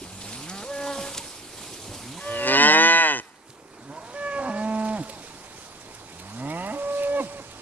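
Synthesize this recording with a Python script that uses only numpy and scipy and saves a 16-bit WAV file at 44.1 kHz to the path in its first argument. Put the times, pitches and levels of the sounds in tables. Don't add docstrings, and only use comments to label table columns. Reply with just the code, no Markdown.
import sys
import numpy as np
from scipy import signal
from scipy.fft import rfft, irfft
from scipy.io import wavfile
from scipy.ndimage import uniform_filter1d

SR = 44100
rng = np.random.default_rng(int(sys.argv[2]) if len(sys.argv) > 2 else 0)


def to_linear_factor(level_db):
    exponent = np.asarray(level_db, float) / 20
    return 10 ** exponent


def wav_out(sig):
    wavfile.write(sys.argv[1], SR, np.round(np.clip(np.atleast_2d(sig).T, -1, 1) * 32767).astype(np.int16))


N = 335975

# (time [s], delay of the left microphone [samples])
CAMERA_TURN = [(0, -2), (1.8, -1), (3, 1), (3.8, 2.5), (4.6, 3), (7.62, 4.5)]


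def evened(x):
    return x / np.sqrt(np.mean(x ** 2) + 1e-20)


def curve(points, t):
    return np.interp(t, *np.transpose(points))


def read(points, hz):
    f, value = np.transpose(points)
    return np.interp(np.log(hz + 1), np.log(f + 1), value)


def add(mix, s, sound):
    part = mix[..., round(s * SR):][..., :sound.shape[-1]]
    part += sound[..., :part.shape[-1]]


def coloured(x, shape):
    hz = abs(np.fft.fftfreq(8192, 1 / SR))
    log_gain = np.log(to_linear_factor(np.maximum(read(shape, hz), -90)))
    taps = np.fft.ifft(np.exp(np.conj(signal.hilbert(log_gain)))).real[:3000]
    return signal.oaconvolve(x, taps)[:len(x)]


def levelled(x):
    power = abs(uniform_filter1d(x ** 2, 1500, mode="reflect"))
    return x / np.sqrt(power + 1e-3 * np.mean(x ** 2))


def smooth_noise(shape, size):
    noise = rng.standard_normal(shape)
    return evened(uniform_filter1d(uniform_filter1d(noise, size), size))


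def drift(count, size):
    return smooth_noise((count, size), 2500)


def resonate(x, hz, width):
    turn = np.exp(2j * np.pi * np.cumsum(hz) / SR)
    r = np.exp(-np.pi * width / SR)
    smooth = signal.lfilter([(1 - r) ** 2], [1, -2 * r, r ** 2], x / turn)
    return 2 * (turn * smooth).real


def microphones(x, lag, shade_db=1.0):
    hz = np.fft.rfftfreq(len(x), 1 / SR)
    left_db = -2.0 - shade_db * lag * np.clip(hz / 2500, 0, 1)
    half = to_linear_factor(left_db / 2) * np.exp(-1j * np.pi * hz * lag / SR)
    return np.array([irfft(rfft(x) * half, len(x)), irfft(rfft(x) / half, len(x))])


def ducking(t):
    start, end = 2.86, 3.43
    sunk = np.clip(2 * (t - start) / (end - start), 0, 1)
    return -13 * sunk * np.exp(-(np.maximum(t - end, 0) / 0.6) ** 2)


def wind():
    # (frequency [Hz], level [dB])
    rumble = [(15, -37), (30, -15), (45, 1), (70, -11.5), (110, 8), (200, -58)]
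    # (time [s], level [dB])
    gusts = [(.005, -49), (.25, -54), (.51, -70), (1.06, -54), (1.6, -64), (1.909, -43.5), (2.36, -47.5),
             (4.01, -59), (4.39, -53), (4.69, -58), (4.961, -61), (5.62, -61), (6.02, -50.5), (6.6, -54),
             (7.15, -56), (7.4, -53), (7.567, -59)]
    t = np.arange(N) / SR
    strength = to_linear_factor(-66 + ducking(t))
    for s, db in gusts:
        strength += to_linear_factor(db) * np.exp(-abs(t - s) / 0.067)
    strength *= to_linear_factor(0.87 * ducking(t + .2))
    return microphones(evened(coloured(rng.standard_normal(N), rumble)) * strength, 0)


def grass_and_herd():
    # (frequency [Hz], level [dB per Hz])
    grass_shape = [(710, -44), (1200, -42), (1550, -34), (2180, 0), (2680, 0.5), (4040, 3), (8370, 0),
                   (9970, -1), (14000, -20.5)]
    herd_shape = [(60, -14.5), (120, 3.5), (200, -6), (350, -2), (550, -5.5), (750, -5), (920, -5.5),
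                  (1200, -8), (2500, -14), (5000, -52)]
    # (frequency [Hz], likeness [0-1])
    likeness = [(50, 0.85), (300, 1), (1000, 0.87), (2500, 0.76), (6000, 0.19), (12000, 0.26)]
    # (time [s], level [dB])
    stir = [(0, -2), (.1, -5), (.3, 2), (.7, -2), (1.06, 3.5), (1.31, -1.4), (1.46, -5), (1.65, 0),
            (1.9, -2.5), (1.97, -0.5), (2.12, -2), (3.9, -0.5), (4.9, 1.5), (5.1, 1), (5.65, -2.5),
            (6.07, -2.5), (6.7, 1), (7.62, -0.7)]
    # (time [s], level [dB])
    swishes = [(.24, 1.5), (.6, 1.5), (.86, 0.5), (3.5, 6), (4.12, 1), (4.88, 1), (5.62, 4), (5.94, 1.5),
               (6.3, 2), (6.98, 4), (7.23, 4.5)]
    # (time [s], spread [s], level [dB])
    lowing = [(1.449, 0.097, 4.5), (1.8, 0.17, 6.5), (3.72, 0.28, 7.5), (7.0, 0.45, -4)]
    # (time [s], level [dB per 4 kHz above 6 kHz])
    sheen = [(0, 2), (.6, 1), (1.1, 2.5), (1.9, 2.5), (2.4, 0.5), (3.0, -0.5), (3.5, 3), (4.5, -6.5),
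             (5.5, -0.5), (7.62, -3.5)]

    frames, hz = N // 128 + 5, np.fft.rfftfreq(512, 1 / SR)
    t = np.arange(frames) * 128 / SR
    a, b, c, d, patches = rng.standard_normal((frames, 257, 5)).T
    patches = evened(uniform_filter1d(uniform_filter1d(patches, 10, 0), 16, 1))
    flicker = np.minimum(rng.exponential(1, frames), 3) ** 2
    flicker = evened(uniform_filter1d(flicker, 4) - 1.5)

    stir_db = curve(stir, t)
    grass_db = -51 + stir_db - 5.5 * (t > 3.3) + ducking(t)
    grass_db += sum(db * np.exp(-((t - s) / 0.04) ** 2) for s, db in swishes)
    herd_db = -45.5 + stir_db + 0.58 * ducking(t)
    low_db = sum(db * np.exp(-((t - s) / spread) ** 2) for s, spread, db in lowing)

    grass = np.outer(evened(to_linear_factor(read(grass_shape, hz))), to_linear_factor(grass_db + 9.0 + 0.91 * flicker))
    herd = np.outer(evened(to_linear_factor(read(herd_shape, hz))), to_linear_factor(herd_db))
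    herd *= to_linear_factor(np.outer((hz > 220) & (hz < 480), low_db))
    gain = np.hypot(grass, herd)
    gain *= to_linear_factor(np.outer(hz < 200, 0.48 * ducking(t + .3)))
    gain *= to_linear_factor(np.outer(np.clip(hz / 4000 - 1.5, 0, 2), curve(sheen, t)))

    lag = curve(CAMERA_TURN, t)
    same = np.clip(read(likeness, hz), 0, 1)[:, None]
    left = a + 1j * b
    right = same * left * np.exp(2j * np.pi * np.outer(hz, lag) / SR)
    right += np.sqrt(1 - same ** 2) * (c + 1j * d)
    half = to_linear_factor((-1.9 - 0.6 * np.outer(np.clip(hz / 4000, 0, 1), lag + 2)) / 2)
    spectra = np.array([left * half, right / half]) * gain * to_linear_factor(1.54 * patches)
    unit = signal.istft(left, nperseg=512, noverlap=384)[1].std()
    return signal.istft(spectra, nperseg=512, noverlap=384)[1][:, :N] / unit


def insects():
    band = signal.butter(2, [3930 - 50, 3930 + 50], "band", fs=SR, output="sos")
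    fade_db = np.interp(np.arange(N) / SR, [0, 2.4, 3.2, 5], [0, 0, -14, 0])
    return to_linear_factor(-69.5 + fade_db) * evened(signal.sosfilt(band, rng.standard_normal((2, N))))


def far_cattle():
    band = evened(resonate(rng.standard_normal(N), np.full(N, 891.5), 44))
    swell_db = 3 * evened(uniform_filter1d(drift(1, N)[0], size=9000))
    return microphones(band * to_linear_factor(-63.5 + swell_db + 0.12 * ducking(np.arange(N) / SR)), 0)


def stalks_and_hooves():
    # (time [s], peak level [dB], centre frequency [Hz])
    snaps = [(0.2186, -27, 3740), (0.331, -21.5, 4100), (0.4976, -19, 6430), (0.582, -27, 4530),
             (1.1488, -21, 3260), (1.18, -11.5, 8050), (1.948, -26, 9410), (2.0651, -41, 3960),
             (3.482, -40, 4300), (3.504, -34, 4340), (4.101, -45, 3860), (4.8538, -30, 5200),
             (5.036, -29, 3620), (5.099, -23, 3400), (5.95, -28, 8350), (6.2, -28, 3480),
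             (6.504, -28, 4410), (6.667, -29, 4500), (7.036, -24.5, 3760), (7.5134, -32, 3900)]
    # (time [s], peak level [dB], centre frequency [Hz])
    thuds = [(0.016, -36, 364), (1.15, -41, 980), (1.2, -37, 917), (1.875, -39, 200), (1.94, -46, 140),
             (2.171, -38.5, 1000), (3.491, -45, 132), (5.089, -37.5, 545)]
    bend_s = .012
    t = np.arange(2000) / SR
    u = t - bend_s
    band = signal.butter(2, [2500, 10000], "band", fs=SR, output="sos")
    sounds = []
    for s, db, hz in snaps:
        crack = np.sin(2 * np.pi * hz * u) * (u > 0) * np.exp(-abs(u) / 0.00034)
        crackle = .3 * signal.sosfilt(band, rng.standard_normal(2000)) * np.exp(-abs(u) / .006)
        sounds.append((s - bend_s, to_linear_factor(db) * (crack + crackle)))
    for s, db, hz in thuds:
        swell = t / 0.0073 * np.exp(1 - t / 0.0069)
        sounds.append((s, to_linear_factor(db) * np.sin(2 * np.pi * hz * t) * swell))
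    out = np.zeros((2, N))
    for s, sound in sounds:
        add(out, s, microphones(sound, curve(CAMERA_TURN, s)))
    return out


def unrolled(rows):
    s, *columns = np.transpose(rows)
    t = np.arange(s[0], s[-1], 1 / SR)
    edge = np.clip(np.minimum(t - s[0], s[-1] - t) / 0.0078, 0, 1)
    return edge, [uniform_filter1d(np.interp(t, s, c), 300, mode="nearest") for c in columns]


def folds(hz, rough, top_hz=5000):
    wobble = smooth_noise(len(hz), 200)
    turns = np.cumsum(hz * (1 + .08 * rough * wobble)) / SR
    pulses = 0
    for k in range(1, int(top_hz / hz.min())):
        late = 3.0 * np.exp(-k * hz.mean() / 1300)
        pulses += np.cos(2 * np.pi * (k * turns - late)) * (k * hz < top_hz)
    puffs = (0.42 + np.exp(-(turns % 1) / 0.87)) * rng.standard_normal(len(hz))
    breath = rough * np.sqrt(SR / 2 / top_hz) * evened(puffs)
    return turns, -(1 - rough) * evened(pulses) + breath


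def hummed(turns, nose, fall_db):
    partials = 0
    for k in range(1, 6):
        partials += to_linear_factor(-fall_db * max(k - 2, 0)) * np.cos(2 * np.pi * k * turns)
    return levelled(coloured(partials, nose))


def nose_and_lips(level_db, opening):
    out = np.clip(opening, 0, 1) ** 2
    return to_linear_factor(level_db) * np.sqrt(1 - out ** 2), to_linear_factor(level_db) * out


def throat_rings(airy, t, rough, jaw):
    # (frequency [Hz], later frequency [Hz], width [Hz], level [dB], later level [dB])
    cavities = [(2630, 2523, 213, 1.5, 0), (3080, 3040, 168, 6, -0.5), (3470, 3370, 190, -7.5, -7.5),
                (3860, 3940, 135, 0.5, -2), (4300, 4450, 230, -6, -10), (5250, 5200, 480, -9.5, -16),
                (6060, 6440, 600, -12, -11), (6900, 6700, 230, -18, -14.5), (8000, 7800, 2100, -33, -28),
                (5550, 5780, 2550, -10.5, -17)]
    dull_db = np.interp(t, (3.0, 3.12), [0, -6])
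    settled = np.interp(t, (2.69, 2.79), [0, 1])
    flutter = smooth_noise((len(cavities), len(t)), 700)
    slide, swell = drift(2 * len(cavities), len(t)).reshape(2, -1, len(t))
    rings = 0
    for k, (hz, late_hz, width, db, late_db) in enumerate(cavities):
        ring_db = db + (late_db - db) * settled + dull_db * (3600 < hz < 5500)
        ring_db += 2.0 * swell[k] + 28 * rough * flutter[k]
        ring_db += 31 * rough * (hz > 4200)
        moving_hz = (hz + (late_hz - hz) * settled) * jaw * (1 + .01 * slide[k])
        rings += (-1) ** k * to_linear_factor(ring_db) * resonate(airy, moving_hz, width)
    return rings


def near_cow():
    # (time [s], pitch [Hz], level [dB], mouth opening [0-1])
    bellow = [(2.18, 103, -45, 0.94), (2.33, 114.4, -32.5, 0.8), (2.471, 129.2, -25, 0.81),
              (2.63, 145.3, -17, 0.97), (2.809, 162.3, -17.5, 0.96), (2.878, 166, -17, 0.99),
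              (3.008, 165.3, -18.5, 1), (3.109, 148.1, -24, 0.98), (3.209, 105, -38, 0.88)]
    # (frequency [Hz], level [dB])
    near_nose = [(60, -38), (110, -10.5), (165, -21), (300, -3), (480, 3.5), (620, -1), (900, -41)]
    near_mouth = [(400, -29), (640, 1), (830, 0.5), (1000, 7), (1320, -15), (1490, 7.5), (1650, -3),
                  (1820, 3), (1990, 12), (2260, -21.5), (2800, -75)]
    # (time [s], factor on the throat rings)
    jaw_moves = [(2.18, .92), (2.4, .92), (2.5, 0.93), (2.62, .99), (2.78, 0.99), (2.86, 1.0), (3.05, 1.0),
                 (3.24, 1.02)]
    # (time [s], roughness [0-1])
    roughness = [(2.18, .04), (2.46, .05), (2.48, .13), (2.7, .1), (2.85, .015), (3.02, .02), (3.24, .15)]
    # (time [s], level [dB])
    mouth_opens = [(2.46, -8), (2.472, -1.3), (2.55, -0.3)]
    # (time [s], level [dB])
    ring_effort = [(2.18, -5), (2.44, 2.5), (2.5, 1.5), (2.6, -2), (2.72, -4.5), (2.849, -6), (3.0, -6.5),
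                   (3.1, -4), (3.2, 0.5)]
    # (time [s], frequency [Hz], level [dB])
    early_whistle = [(2.18, 3230, -54), (2.31, 3160, -45.5), (2.4, 2826, -33.5), (2.46, 2590, -39),
                     (2.52, 2680, -37), (2.56, 2640, -68)]

    edge, (hz, level_db, opening) = unrolled(bellow)
    start = bellow[0][0]
    t = start + np.arange(len(hz)) / SR
    rough = curve(roughness, t)
    nose, lips = nose_and_lips(level_db + curve(mouth_opens, t), opening)
    turns, drive = folds(hz, rough, 10500)
    airy = drive + .2 * rng.standard_normal(len(hz))

    rings = throat_rings(airy, t, rough, curve(jaw_moves, t))
    treble = to_linear_factor(curve(ring_effort, t) + 1.0) * lips * levelled(rings)
    voice = nose * hummed(turns, near_nose, 5.8)
    voice += to_linear_factor(2.0) * lips * levelled(coloured(drive, near_mouth))
    s, whistle_hz, whistle_db = np.transpose(early_whistle)
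    whistle = levelled(resonate(airy, np.interp(t, s, whistle_hz), 74))
    voice += to_linear_factor(np.interp(t, s, whistle_db)) * whistle

    out = np.zeros((2, N))
    add(out, start, microphones(edge * voice, -5.0, .42))
    add(out, start, microphones(edge * treble, -3.9, .42))
    return out


def rasp(s, spread, hz, width, db):
    t = np.arange(-2 * spread, 2 * spread, 1 / SR)
    band = evened(resonate(rng.standard_normal(len(t)), np.full(len(t), float(hz)), width))
    return s - 2 * spread, to_linear_factor(db) * np.exp(-(t / spread) ** 2) * band


def fall(start, length, top_hz, level_db):
    u = np.linspace(0, 1, num=6)
    hz = top_hz / 2 ** (14 * length * u)
    mouth = np.interp(u, [0, .5], (0.84, 0.47))
    return np.transpose([start + length * u, hz, level_db - 21.5 * u, mouth])


def chest(rows, mouth, rough):
    # (frequency [Hz], level [dB])
    far_nose = [(50, -20), (85, 5.5), (180, 5.5), (300, 10), (400, -15.5), (600, -48.5)]
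    edge, (hz, level_db, opening) = unrolled(rows)
    turns, drive = folds(hz, rough)
    nose, lips = nose_and_lips(level_db, opening)
    return edge * (nose * hummed(turns, far_nose, 27) + lips * levelled(coloured(drive, mouth)))


def head(rows, break_s, spread_s, upper_db, half_db, high_half_db):
    # (frequency [Hz], level [dB])
    second_mouth = [(700, -50), (1000, -3), (1140, 0), (1300, -6), (1650, -50)]
    upper_mouth = [(1200, -60), (1500, -20), (1710, 0), (2280, -11), (2850, -18), (3400, -29), (5000, -60)]
    half_mouth = [(150, -45), (280, 9), (850, 8), (1400, 2.5), (2000, -6), (4000, -71)]
    edge, (hz, level_db, opening, bright_db) = unrolled(rows)
    t = rows[0][0] + np.arange(len(hz)) / SR
    near = np.exp(-((t - break_s) / spread_s) ** 2)
    turns, drive = folds(hz, .04 + .07 * near)

    upper_shape = [(f, db + upper_db * (f > 2000)) for f, db in upper_mouth]
    half_shape = [(f, db + high_half_db * (f > 1000)) for f, db in half_mouth]
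    second_swell, upper_swell = to_linear_factor(1.5 * drift(2, len(hz)))
    second = second_swell * levelled(coloured(drive, second_mouth))
    upper = upper_swell * levelled(coloured(drive, upper_shape))
    tone = np.sqrt(2) * np.sin(2 * np.pi * turns) + opening ** 2 * second + to_linear_factor(bright_db) * upper
    halves = sum(np.cos(2 * np.pi * (k - .5) * turns) for k in range(1, 5))
    paired = to_linear_factor(half_db - 18.5 * (1 - near)) * levelled(coloured(halves, half_shape))
    return edge * to_linear_factor(level_db) * (tone + paired)


def far_cow():
    # (time [s], pitch [Hz], level [dB], mouth opening [0-1])
    rise_1 = [(.04, 88.4, -46.5, 0.7), (.29, 101.9, -44.5, 0.16), (.434, 148.4, -42, 0),
              (.482, 173.3, -41.5, 0.8), (.536, 194.5, -38, 0.81), (.616, 203.6, -42.5, 0.94),
              (.64, 230, -36, 0.8)]
    rise_2 = [(2.02, 107.7, -51, .3), (2.1, 128.6, -38, 0.38), (2.144, 162.5, -43.5, 0.42),
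              (2.201, 191, -38.5, 0.9)]
    hold_2 = [(2.56, 260.6, -44, .3), (2.628, 233.7, -29.5, 0.32), (2.7, 196, -30, 0.95),
              (2.804, 219.4, -33, 0.88), (2.93, 216.3, -45, 0.67), (2.968, 169, -42, 0.78),
              (3.03, 121.4, -47, 0.91)]
    rise_3 = [(3.8, 111.6, -49, 0.95), (3.87, 140, -47.5, 0.5), (3.905, 140.3, -38, 0.73),
              (3.935, 155.6, -44.5, 1), (3.985, 160.3, -43, 0.97), (4.01, 214.6, -46, 0.98),
              (4.085, 234, -43.5, 1), (4.15, 254, -47, 0.99)]
    break_3 = [(4.38, 259, -37.5, 0.98), (4.471, 260.5, -31.5, 0.87), (4.5, 216, -26.5, 0.5)]
    hold_3 = [(4.49, 222.2, -26.5, 0.73), (4.52, 204.7, -33, 0.75), (4.657, 218.1, -27.5, 0.76),
              (4.793, 217.9, -27, 0.77), (4.94, 216.8, -28, 0.79), (4.975, 200, -32.5, 0.91),
              (5.016, 138, -27.5, 0.31), (5.06, 102.9, -63, 0.44)]
    rise_4 = [(6.12, 79.1, -51, 0.67), (6.296, 101, -45, 0.51), (6.436, 135.5, -31, 0.62),
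              (6.534, 163.6, -32, 0.86), (6.616, 183.3, -33, 0.93), (6.714, 217.5, -31.5, 0.96),
              (6.728, 290.6, -33.5, 0.47), (6.756, 295, -34, 0.78), (6.79, 292, -45, .3)]
    # (time [s], pitch [Hz], level [dB], mouth opening [0-1], upper overtones [dB])
    head_tones = [
        [(.63, 449, -41, 0.7, -28), (.675, 546, -40.5, 0.5, -24), (.71, 568, -31, 0.5, -19),
         (.73, 563.6, -33.5, 0.28, -8), (.91, 562.2, -32, 0.54, -12), (.94, 551, -38.5, 0.75, -3),
         (.97, 552, -36.5, 0.72, -20), (1.074, 560.5, -38.5, 0.4, -11), (1.1, 568, -51, 0.52, -10)],
        [(2.2, 563, -54.5, 0.95, 6), (2.274, 582.3, -32, 0.78, -14.5), (2.38, 578, -31, 0.6, -11),
         (2.448, 567.6, -28, 0.6, -12.5), (2.535, 596, -27, 0.68, -4), (2.56, 560, -28.5, 0.9, -4),
         (2.6, 545, -40, 0.8, -8)],
        [(4.14, 560.6, -36, 0.4, -18), (4.165, 576.5, -36.5, 0.52, -3.5), (4.27, 572.5, -31, 0.87, -2),
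         (4.31, 563.8, -35.5, 0.8, -4), (4.395, 561, -28, 0.85, -11.5), (4.422, 553, -38, 0.9, -9),
         (4.496, 568, -35.5, 0.77, -10), (4.568, 577.5, -35.5, 0.56, -9), (4.66, 572, -48, 0.64, 2)],
        [(6.72, 557, -42, 0.56, -25), (6.794, 568, -30.5, 0.45, -29), (6.918, 570, -26.5, 0.49, -25),
         (7.0, 570.3, -26.5, 0.36, -23), (7.046, 569, -25, 0.2, -25.5), (7.14, 570.5, -24.5, 0.15, -21),
         (7.19, 563, -24, 0.58, -18), (7.215, 509, -30.5, 0.97, -15)],
    ]
    # (time of break [s], spread of paired cycles [s], partials above the third [dB],
    # half-pitch lines [dB], the highest of them [dB])
    head_breaks = [(.91, 0.17, -12, -3, 1), (2.47, 0.083, 2.5, -11, 2), (4.4, 0.13, -2, -13.5, 1),
                   (7.172, 0.088, 6.5, -14.5, -22)]
    # (start [s], length [s], first pitch [Hz], level [dB])
    drops = [
        (0.975, 0.1, 255, -33.5),
        (7.196, 0.086, 314.5, -25.5),
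    ]
    # (time [s], spread [s], centre frequency [Hz], width [Hz], level [dB])
    rasps = [(4.34, .06, 2290, 290, -48), (4.47, 0.04, 950, 480, -39.5), (7.03, .05, 2560, 420, -44.5),
             (7.025, .012, 2450, 240, -49), (6.745, 0.022, 856, 190, -40), (7.31, 0.063, 1150, 30, -49),
             (6.69, 0.0097, 1540, 360, -41), (0.87, .03, 990, 120, -41), (3.975, 0.018, 960, 45, -39.5),
             (.635, .015, 580, 230, -41), (1.92, .05, 380, 600, -42), (4.4, .04, 226, 58, -46),
             (6.62, .06, 2730, 630, -48.5), (.03, 0.01386, 293, 120, -37.5), (6.52, .04, 2200, 180, -44.5)]
    # (frequency [Hz], level [dB])
    rising_mouth = [(380, -8.5), (620, 14.5), (780, 7.5), (950, 14), (1090, -7), (1220, 8), (1550, -18),
                    (2000, 4), (2400, -14), (2800, -4), (3400, -48), (5000, -56)]
    first_mouth = [(380, 3), (640, 5), (800, 12.5), (1000, -3), (1200, 9), (1650, 1), (2000, 1),
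                   (3000, -33)]
    third_mouth = [(300, -17), (480, -2), (640, 5.5), (790, -9), (960, 4), (1150, -10), (1550, -7),
                   (2400, -35)]
    held_mouth = [(250, -40), (436, -7), (655, 2), (875, 0), (1090, -11), (1310, -16), (1700, -20),
                  (2600, -25), (4000, -50)]

    tones = [(rise_1, first_mouth, .11), (rise_2, rising_mouth, .05), (hold_2, held_mouth, .03),
             (rise_3, third_mouth, .3), (break_3, held_mouth, .28), (hold_3, held_mouth, .03),
             (rise_4, rising_mouth, .05)]
    tones += [(fall(*row), held_mouth, .1) for row in drops]
    parts = [(rows[0][0], chest(rows, mouth, rough)) for rows, mouth, rough in tones]
    parts += [(rows[0][0], head(rows, *row)) for rows, row in zip(head_tones, head_breaks)]
    parts += [rasp(*row) for row in rasps]
    out = np.zeros((2, N))
    for s, sound in parts:
        add(out, s, microphones(sound, curve(CAMERA_TURN, s)))
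    return out


def echoed(x, scatter_db, echo_db):
    # (delay [s], level [dB])
    tree_echoes = [(.195, -15), (.34, -30)]
    t = np.arange(SR // 2) / SR
    noise = rng.standard_normal((2, len(t))) + 1.3 * rng.standard_normal(len(t))
    tail = noise * to_linear_factor(-60 * t / 0.15) * (t > .004)
    tail *= to_linear_factor(scatter_db) / np.linalg.norm(tail[0])
    for delay, db in tree_echoes:
        tail[:, round(delay * SR)] += to_linear_factor(db + echo_db)
    tail = signal.lfilter(*signal.butter(1, [280, 6000], "band", fs=SR), tail)
    return x + signal.fftconvolve(x, tail, axes=1)[:, :N]


def scene():
    background = wind() + grass_and_herd() + insects() + far_cattle() + stalks_and_hooves()
    return background + echoed(near_cow(), -17, -20) + echoed(far_cow(), -13, 0)


def roll_off(x):
    return signal.sosfilt(signal.butter(12, 14780, fs=SR, output="sos"), x)


def record(dry):
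    low_pass = signal.firwin(511, 14250, window=("kaiser", 9), fs=SR)
    limited = signal.oaconvolve(dry, low_pass[None], "same")
    return roll_off(limited)


dry = scene()
out = record(dry)
wav_out(out)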